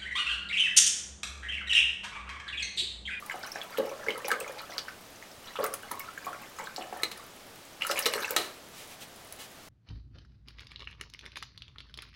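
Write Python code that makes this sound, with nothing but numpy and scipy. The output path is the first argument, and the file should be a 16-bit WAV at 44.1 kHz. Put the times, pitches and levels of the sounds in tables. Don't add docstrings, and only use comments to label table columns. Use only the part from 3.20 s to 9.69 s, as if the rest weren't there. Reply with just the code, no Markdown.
import sys
import numpy as np
from scipy import signal
from scipy.fft import rfft, irfft
from scipy.io import wavfile

SR = 44100
rng = np.random.default_rng(int(sys.argv[2]) if len(sys.argv) > 2 else 0)


def file_out(sig):
    cols = np.atleast_2d(sig).T
    lim = np.clip(cols, -1, 1)
    pcm = np.round(lim * 32767).astype(np.int16)
    wavfile.write(sys.argv[1], SR, pcm)


N = 286076
T = np.arange(N) / SR

# start in seconds, level in dB, pitch in Hz.
GULP_EVENTS = [(0.142, -30.5, 752), (0.356, -31.5, 692), (0.584, -18.5, 487), (0.5956, -19.5, 538),
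               (0.715, -33, 593), (0.802, -36.5, 640), (0.869, -29.5, 483), (0.884, -22.5, 436),
               (1.048, -29.5, 520), (1.082, -28, 817), (1.117, -27, 487), (1.215, -31.5, 538),
               (1.295, -33.5, 533), (1.497, -38, 695), (2.388, -26, 494), (2.398, -23.5, 576),
               (2.43, -27.5, 438), (2.715, -28.5, 952), (3.068, -31.5, 720), (3.398, -31.5, 900),
               (3.581, -28, 748), (3.726, -29.5, 745), (4.699, -26.5, 575), (4.861, -28.5, 444),
               (4.955, -28, 434), (5.106, -29.5, 507), (5.195, -32.5, 427)]
# first stroke in seconds, end in seconds, strokes per second,
# churn level in dB, fizz level in dB, stray bubble level in dB.
SWISH_BOUTS = [(0.115, 1.586, 7, -47.5, -69, -36.5), (2.283, 4.015, 5.25, -53.5, -62, -40),
               (4.7, 5.083, 11.9, -40, -40, -33.5)]
# frequency in Hz, width in Hz, level in dB.
TABLE_TOP = [(117, 15, 2), (235, 12.4, 5.5), (330, 27, 7)]
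# frequency in Hz, level in dB per Hz.
WATER_COLOUR = [(150, -36), (400, -9), (800, -1.5), (1400, 3.5), (2300, 2), (4800, 0.5), (7000, -2.5),
                (15000, -6)]


def undb(db):
    return 10 ** (np.asarray(db) / 20)


def unit(x):
    return x / np.sqrt(np.mean(x ** 2))


def add(out, s, sound):
    i = int(np.clip(s * SR, 0, N - 1))
    out[i:i + len(sound)] += sound[:N - i]


def convolve(x, response):
    return signal.fftconvolve(x, response)[:N]


def colour(x, points, size=4096):
    hz, db = np.transpose(points)
    bins_hz = np.arange(size // 2 + 1) * SR / size
    curve = np.interp(np.log(np.maximum(bins_hz, 1)), np.log(hz), db)
    cepstrum = irfft(np.log(undb(curve)))
    cepstrum[1:size // 2] *= 2
    cepstrum[size // 2 + 1:] = 0
    response = irfft(np.exp(rfft(cepstrum)))
    return convolve(x, response / np.linalg.norm(response))


def highpass(x, hz):
    return signal.sosfilt(signal.butter(3, hz, "high", fs=SR, output="sos"), x)


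def resonate(x, modes, size=8192):
    t = T[:size]
    response = np.zeros(size)
    for hz, width, db in modes:
        gain = undb(db) * 2 * np.pi * width / SR
        response += gain * np.exp(-np.pi * width * t) * np.cos(2 * np.pi * hz * t)
    return convolve(x, response)


def bubble(hz, cycles, glide, rise_cycles=0.12):
    life = max(cycles, 2) / hz
    t = T[:int(life * SR) + 2]
    swell = 1 - np.exp(-t * hz / rise_cycles)
    decay = np.exp(-np.log(1000) * t / life)
    tone = np.sin(2 * np.pi * hz * t * (1 + glide * (t / life - .3) / 2))
    return tone * swell * decay


def burst(decay_s):
    t = T[:int(7 * decay_s * SR) + 2]
    return rng.standard_normal(len(t)) * np.exp(-t / decay_s)


def gulps(gain_db=3, slap_db=-16, table_db=-1, slosh_octaves=0.33, slosh_ceiling_db=-26, count=3):
    t60_s = 0.034
    slosh_s, slosh_db, slosh_loss_db = .026, -10, 2
    rings, slaps, shoves = np.zeros(N), np.zeros(N), np.zeros(N)
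    loudest_db = max(row[1] for row in GULP_EVENTS)
    for s, db, hz in GULP_EVENTS:
        add(rings, s, undb(db) * bubble(hz, t60_s * hz, glide=-0.027, rise_cycles=0.33))
        add(slaps, s, undb(db) * burst(decay_s=0.024))
        shove_db = db + .5 * (db - loudest_db)
        add(shoves, s, undb(shove_db) * np.hanning(SR // 400))
        for k, (late, size) in enumerate(rng.random((count, 2))):
            pitch = hz * 2 ** (slosh_octaves * (2 * size - 1))
            rebound_db = min(db, slosh_ceiling_db) + slosh_db - k * slosh_loss_db
            rebound = undb(rebound_db) * bubble(pitch, t60_s * pitch, glide=0.06)
            add(rings, s + slosh_s * (k + .5 + late), rebound)
    slaps = colour(slaps, [(90, -28.0), (220, -0.5), (310, 3), (500, -3),
                           (850, -4), (1200, -6.5), (3000, -49), (10000, -47)])
    shaken_table = resonate(shoves, TABLE_TOP)
    return undb(gain_db) * rings + undb(slap_db) * slaps + undb(table_db) * shaken_table


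def bubbles(gain_db=6, snap_db=-15, shed_db=-12, shed_s=.028, shed_octaves=0.442, count=4):
    # start in seconds, level in dB, pitch in Hz, ring in cycles.
    pinch_offs = [(0.0245, -42, 1186, 67), (0.0977, -28, 2090, 28), (0.1107, -34, 1640, 41),
                  (0.2359, -36, 1500, 48), (0.3581, -30.5, 1680, 21), (0.415, -31.5, 3380, 72),
                  (0.5734, -22.5, 3070, 8.5), (0.5822, -33.5, 1690, 11), (0.8652, -34.5, 1600, 26),
                  (0.8845, -25, 2150, 59), (0.9052, -27, 3100, 54), (1.0461, -29.5, 2470, 21),
                  (1.1048, -26, 1650, 30), (1.1149, -18, 1586, 27), (1.2082, -35.5, 2620, 48),
                  (1.5812, -16.5, 4580, 22), (1.6827, -33, 1510, 32), (2.0258, -39, 2010, 17),
                  (2.356, -31.5, 1250, 16), (2.389, -31, 1120, 21), (2.4321, -29, 1150, 21),
                  (2.4422, -20, 1280, 11.6), (2.5363, -40.5, 1354, 57), (2.6327, -40.5, 1520, 32),
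                  (2.712, -29.5, 1186, 9.2), (2.8035, -38.5, 2180, 45), (2.8859, -39.5, 1340, 58),
                  (2.9766, -34, 1624, 37), (3.0666, -36.5, 1131, 79), (3.0822, -34, 1104, 36),
                  (3.1302, -34.5, 1400, 25), (3.235, -40.5, 2030, 17), (3.3872, -27.5, 1200, 8.3),
                  (3.4716, -33.5, 1560, 27), (3.5623, -23, 4450, 18), (4.6208, -21, 2803, 59),
                  (4.6493, -28.5, 1355, 25), (4.6972, -26, 1330, 17), (4.7593, -28.5, 2390, 21),
                  (4.7748, -20.5, 2560, 13), (4.7875, -25.5, 2710, 27), (4.8582, -22, 3720, 53),
                  (4.9794, -28, 1620, 15), (5.0452, -28, 2660, 60)]
    rings, snaps = np.zeros(N), np.zeros(N)
    for s, db, hz, cycles in pinch_offs:
        add(rings, s, undb(db) * bubble(hz, cycles, glide=0.033, rise_cycles=0.57))
        add(snaps, s, undb(db) * burst(decay_s=.005))
        for late, size in rng.random((count, 2)):
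            pitch = hz * 2 ** (shed_octaves * (3 * size - 1))
            lesser = undb(db + shed_db - 7.0 * late) * bubble(pitch, cycles=33.0, glide=0.15)
            add(rings, s + shed_s * late, lesser)
    return undb(gain_db) * rings + undb(snap_db) * colour(snaps, WATER_COLOUR)


def swishing(levels_db):
    attack_s, release_s = 0.12, 0.099
    calming_db_per_s = 113
    out = np.zeros(N)
    for (start, end, rate, *_), db in zip(SWISH_BOUTS, levels_db):
        build_up = np.clip((T - start) / attack_s + 1, 0, 1)
        settling = np.exp(-np.maximum(T - end, 0) / release_s)
        dip_db = calming_db_per_s / (2 * rate) * np.sin(np.pi * rate * (T - start)) ** 2
        out += build_up * settling * undb(db - dip_db)
    return out


def strays(rate=60, low_hz=800, high_hz=5600, spread_db=4, gain_db=-2, tilt_db=2, count=600):
    out = np.zeros(N)
    draws = rng.random((count, 3))[:int(rate * N / SR)]
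    for k, (late, pitch, size) in enumerate(draws):
        hz = low_hz * (high_hz / low_hz) ** pitch
        db = gain_db + spread_db * (2 * size - 1) + tilt_db * (2 * pitch - 1)
        add(out, (k + late) / rate, undb(db) * bubble(hz, cycles=60, glide=0.12, rise_cycles=0.88))
    return out * swishing([row[-1] for row in SWISH_BOUTS])


def froth(gain_db=-3, length_s=.018, spread_octaves=0.21, count=6):
    # start in seconds, level in dB, centre pitch in Hz.
    clusters = [(0.2268, -28, 4800), (0.3444, -34, 5930), (0.5484, -46, 4100), (1.046, -26.5, 5760),
                (1.3828, -32.5, 4240), (1.504, -32.5, 5400), (2.2725, -34.5, 3620), (2.357, -31, 3030),
                (2.4185, -34, 4300), (3.456, -35, 4230), (3.606, -34.5, 3030), (4.6082, -30, 2990),
                (4.6897, -22.5, 5500), (4.8197, -24.5, 5100), (5.0202, -26.5, 4050)]
    out = np.zeros(N)
    for s, db, hz in clusters:
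        for late, size, strength in rng.random((count, 3)):
            pitch = hz * 2 ** (spread_octaves * (2 * size - 1))
            fine_bubble = bubble(pitch, cycles=36, glide=0.088)
            add(out, s + length_s * late, undb(db) * (.5 + strength) * fine_bubble)
    return undb(gain_db) * out


def specks(rate=16, low_hz=5200, high_hz=15000, spread_db=5, gain_db=-3, rest_db=-46, count=200):
    strength = np.hypot(swishing([row[-1] for row in SWISH_BOUTS]), undb(rest_db))
    late, pitch, size = rng.random((count, 3))[:int(rate * N / SR)].T
    s = (np.arange(len(late)) + late) / rate
    db = 20 * np.log10(np.interp(s, T, strength)) + gain_db - 2 * spread_db * size
    return list(zip(s, db, low_hz * (high_hz / low_hz) ** pitch))


def spray(ring_db=11, tick_db=2, corner_hz=10000):
    # start in seconds, level in dB, pitch in Hz.
    sharpest = [(0.062, -40, 9550), (0.2713, -41, 6000), (0.3177, -34.5, 5530), (0.5828, -38, 12500),
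                (1.0823, -29.5, 10850), (1.2019, -33, 8570), (2.441, -27.5, 14800), (2.4633, -33, 9400),
                (2.5388, -27, 10400), (2.7144, -31.5, 11000), (2.795, -33, 13000), (3.0584, -43, 12500),
                (3.39, -42, 6900), (4.6679, -29, 10750), (4.7137, -30.5, 5300), (4.791, -23.5, 10100),
                (4.8605, -25, 5630), (5.1072, -24.5, 15100), (6.124, -36.5, 10560)]
    rings, ticks = np.zeros(N), np.zeros(N)
    for s, db, hz in list(sharpest) + specks():
        add(rings, s, undb(db) * bubble(hz, cycles=119, glide=0.48, rise_cycles=5.4))
        add(ticks, s, undb(db) * min(hz / corner_hz, 1) * burst(decay_s=0.0048))
    ticks = colour(ticks, [(1000, -4.0), (4000, 3.0), (8000, 4.5), (15500, 8.5)])
    return undb(ring_db) * rings + undb(tick_db) * ticks


def swarm(rate, low_hz, high_hz, cycles, spread_db, glide, count=20000):
    out = np.zeros(N)
    draws = rng.random((count, 4))
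    for when, pitch, size, ring in draws[:int(rate * N / SR)]:
        hz = low_hz * (high_hz / low_hz) ** pitch
        strength = undb(-spread_db * np.log(max(size, .06))) * (hz / low_hz) ** 0.19
        small_bubble = bubble(hz, cycles * (.5 + ring), glide, rise_cycles=0.99)
        add(out, when * N / SR, strength * small_bubble)
    return unit(out)


def wake(ceiling_db=-31, settle_s=0.037):
    out = np.zeros(N)
    for s, db, _ in GULP_EVENTS:
        add(out, s, undb(min(db, ceiling_db)) * np.exp(-T[:SR] / settle_s))
    return out


def churn(churn_db=-2.0, fizz_db=-2, rest_fizz_db=-64):
    wake_churn_db, wake_fizz_db = -17, -25
    coarse = swarm(rate=900, low_hz=469.7, high_hz=6610, cycles=30, spread_db=4, glide=0.12)
    coarse = unit(colour(coarse, WATER_COLOUR))
    fine = swarm(rate=1800, low_hz=4570, high_hz=16000, cycles=38, spread_db=9, glide=0.54)
    *_, stir_db, foam_db, _ = np.transpose(SWISH_BOUTS)
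    agitation = wake()
    stir = np.hypot(swishing(stir_db), undb(wake_churn_db) * agitation)
    foam = np.hypot(swishing(foam_db), undb(wake_fizz_db) * agitation)
    foam = np.hypot(foam, undb(rest_fizz_db))
    return undb(churn_db) * coarse * stir + undb(fizz_db) * fine * foam


def jar_air(water):
    # frequency in Hz, width in Hz, level in dB.
    air_modes = [(395, 19, -4), (437, 50, -8.5), (544, 30, -1), (546, 18.5, 2.5), (1162, 215, 0.5),
                 (1290, 23, -25), (1620, 230, 1.5), (1525, 65, -26), (1990, 140, -0.5), (2250, 350, 1.5),
                 (2680, 30, -38), (2900, 20, 9.5), (3900, 110, -7)]
    return resonate(water, air_modes)


def knocks(contact_db=-2, wall_db=0, table_db=-7):
    # start in seconds, level in dB, contact decay in seconds.
    strikes = [(1.115, -24.5, .004), (1.382, -44.5, 0.0079), (3.8334, -20.5, 0.0039), (3.915, -36, 0.0096),
               (4.712, -25, 0.0068), (4.789, -29.5, 0.0021), (4.857, -24.5, 0.007), (4.862, -19.5, 0.0073),
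               (4.9368, -20.5, 0.0022), (5.1638, -14, 0.0045), (5.175, -33.5, 0.058)]
    # frequency in Hz, level in dB per Hz.
    contact_colour = [(100, -7.5), (250, 1.5), (600, 4), (1500, 9), (3800, 8.5), (5500, 3), (9000, 2),
                      (15500, -4)]
    # frequency in Hz, width in Hz, level in dB.
    wall_modes = [(360, 140, -0.5), (480, 92, -1), (1210, 110, -1.5), (2020, 390, -5), (2875, 59, 1.5),
                  (3800, 290, -8), (4090, 140, 7)]
    contact = np.zeros(N)
    for s, db, decay_s in strikes:
        add(contact, s, undb(db) * burst(decay_s))
    contact = highpass(colour(contact, contact_colour), hz=91)
    wall = resonate(contact, wall_modes)
    hum = resonate(contact, TABLE_TOP)
    return undb(contact_db) * contact + undb(wall_db) * wall + undb(table_db) * hum


def wipes():
    # start in seconds, length in seconds, level in dB.
    strokes = [(5.517, 0.17, -49), (5.672, 0.097, -50), (5.797, 0.056, -45.5), (6.182, 0.051, -45.5),
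               (6.21, 0.063, -50)]
    # frequency in Hz, level in dB per Hz.
    friction_colour = [(200, -19), (600, -0.5), (1300, -2.5), (2700, 4.5), (5000, -1), (9000, -3),
                       (15500, -8)]
    pressure = np.zeros(N)
    for s, length, db in strokes:
        add(pressure, s, undb(db) * np.sqrt(np.hanning(int(length * SR))))
    return pressure * colour(rng.standard_normal(N), friction_colour)


def room(x, tail_db=-9, low_t60=0.39, high_t60=0.17, build_s=0.0051, size=22050):
    # delay in seconds, gain as a plain factor.
    close_echoes = [(.0023, 0.19), (.0045, 0.19), (0.0109, 0.12), (0.0137, 0.094)]
    t = T[:size]
    low_points = [(100, 0.5), (700, 11.5), (2500, -6), (6000, -6.0), (15000, -12.0)]
    high_points = [(100, 2.5), (4500, 3.0), (8000, 2.5), (15000, -3.5)]
    low = colour(rng.standard_normal(N), low_points)[:size] * undb(-60 * t / low_t60)
    high = colour(rng.standard_normal(N), high_points)[:size] * undb(-60 * t / high_t60)
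    tail = (0.26 * low + 0.82 * high) * (1 - np.exp(-t / build_s))
    response = undb(tail_db) * tail / np.linalg.norm(tail)
    response[0] += 1
    for delay, gain in close_echoes:
        add(response, delay, np.array([gain]))
    return convolve(x, response)


def hiss(level_db=-50.5):
    # frequency in Hz, level in dB per Hz, before the whole is set to level_db rms.
    floor_colour = [(12, -1), (20, -8), (93, -1.5), (127, -1.5), (228, -0.5), (399, -1), (642, 0),
                    (1090, -5), (1190, -3), (1330, -5), (2820, -8), (3070, -7.5), (3740, -9), (7950, -14.5),
                    (16000, -19.5)]
    return undb(level_db) * unit(colour(rng.standard_normal(N), floor_colour))


def scene(jar_db=-1, water_db=-3):
    water = gulps() + bubbles() + strays() + froth() + spray() + churn()
    water = highpass(water, hz=183)
    jar = undb(water_db) * (water + undb(jar_db) * jar_air(water))
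    floor = hiss()
    return (room(jar + knocks() + wipes()) + floor)[None]


def record(dry):
    ceiling, top_hz = .28, 16000
    rounded = ceiling * np.tanh(dry / ceiling)
    return signal.sosfilt(signal.ellip(10, .2, 70, top_hz, fs=SR, output="sos"), rounded)


dry = scene()
out = record(dry)
file_out(out)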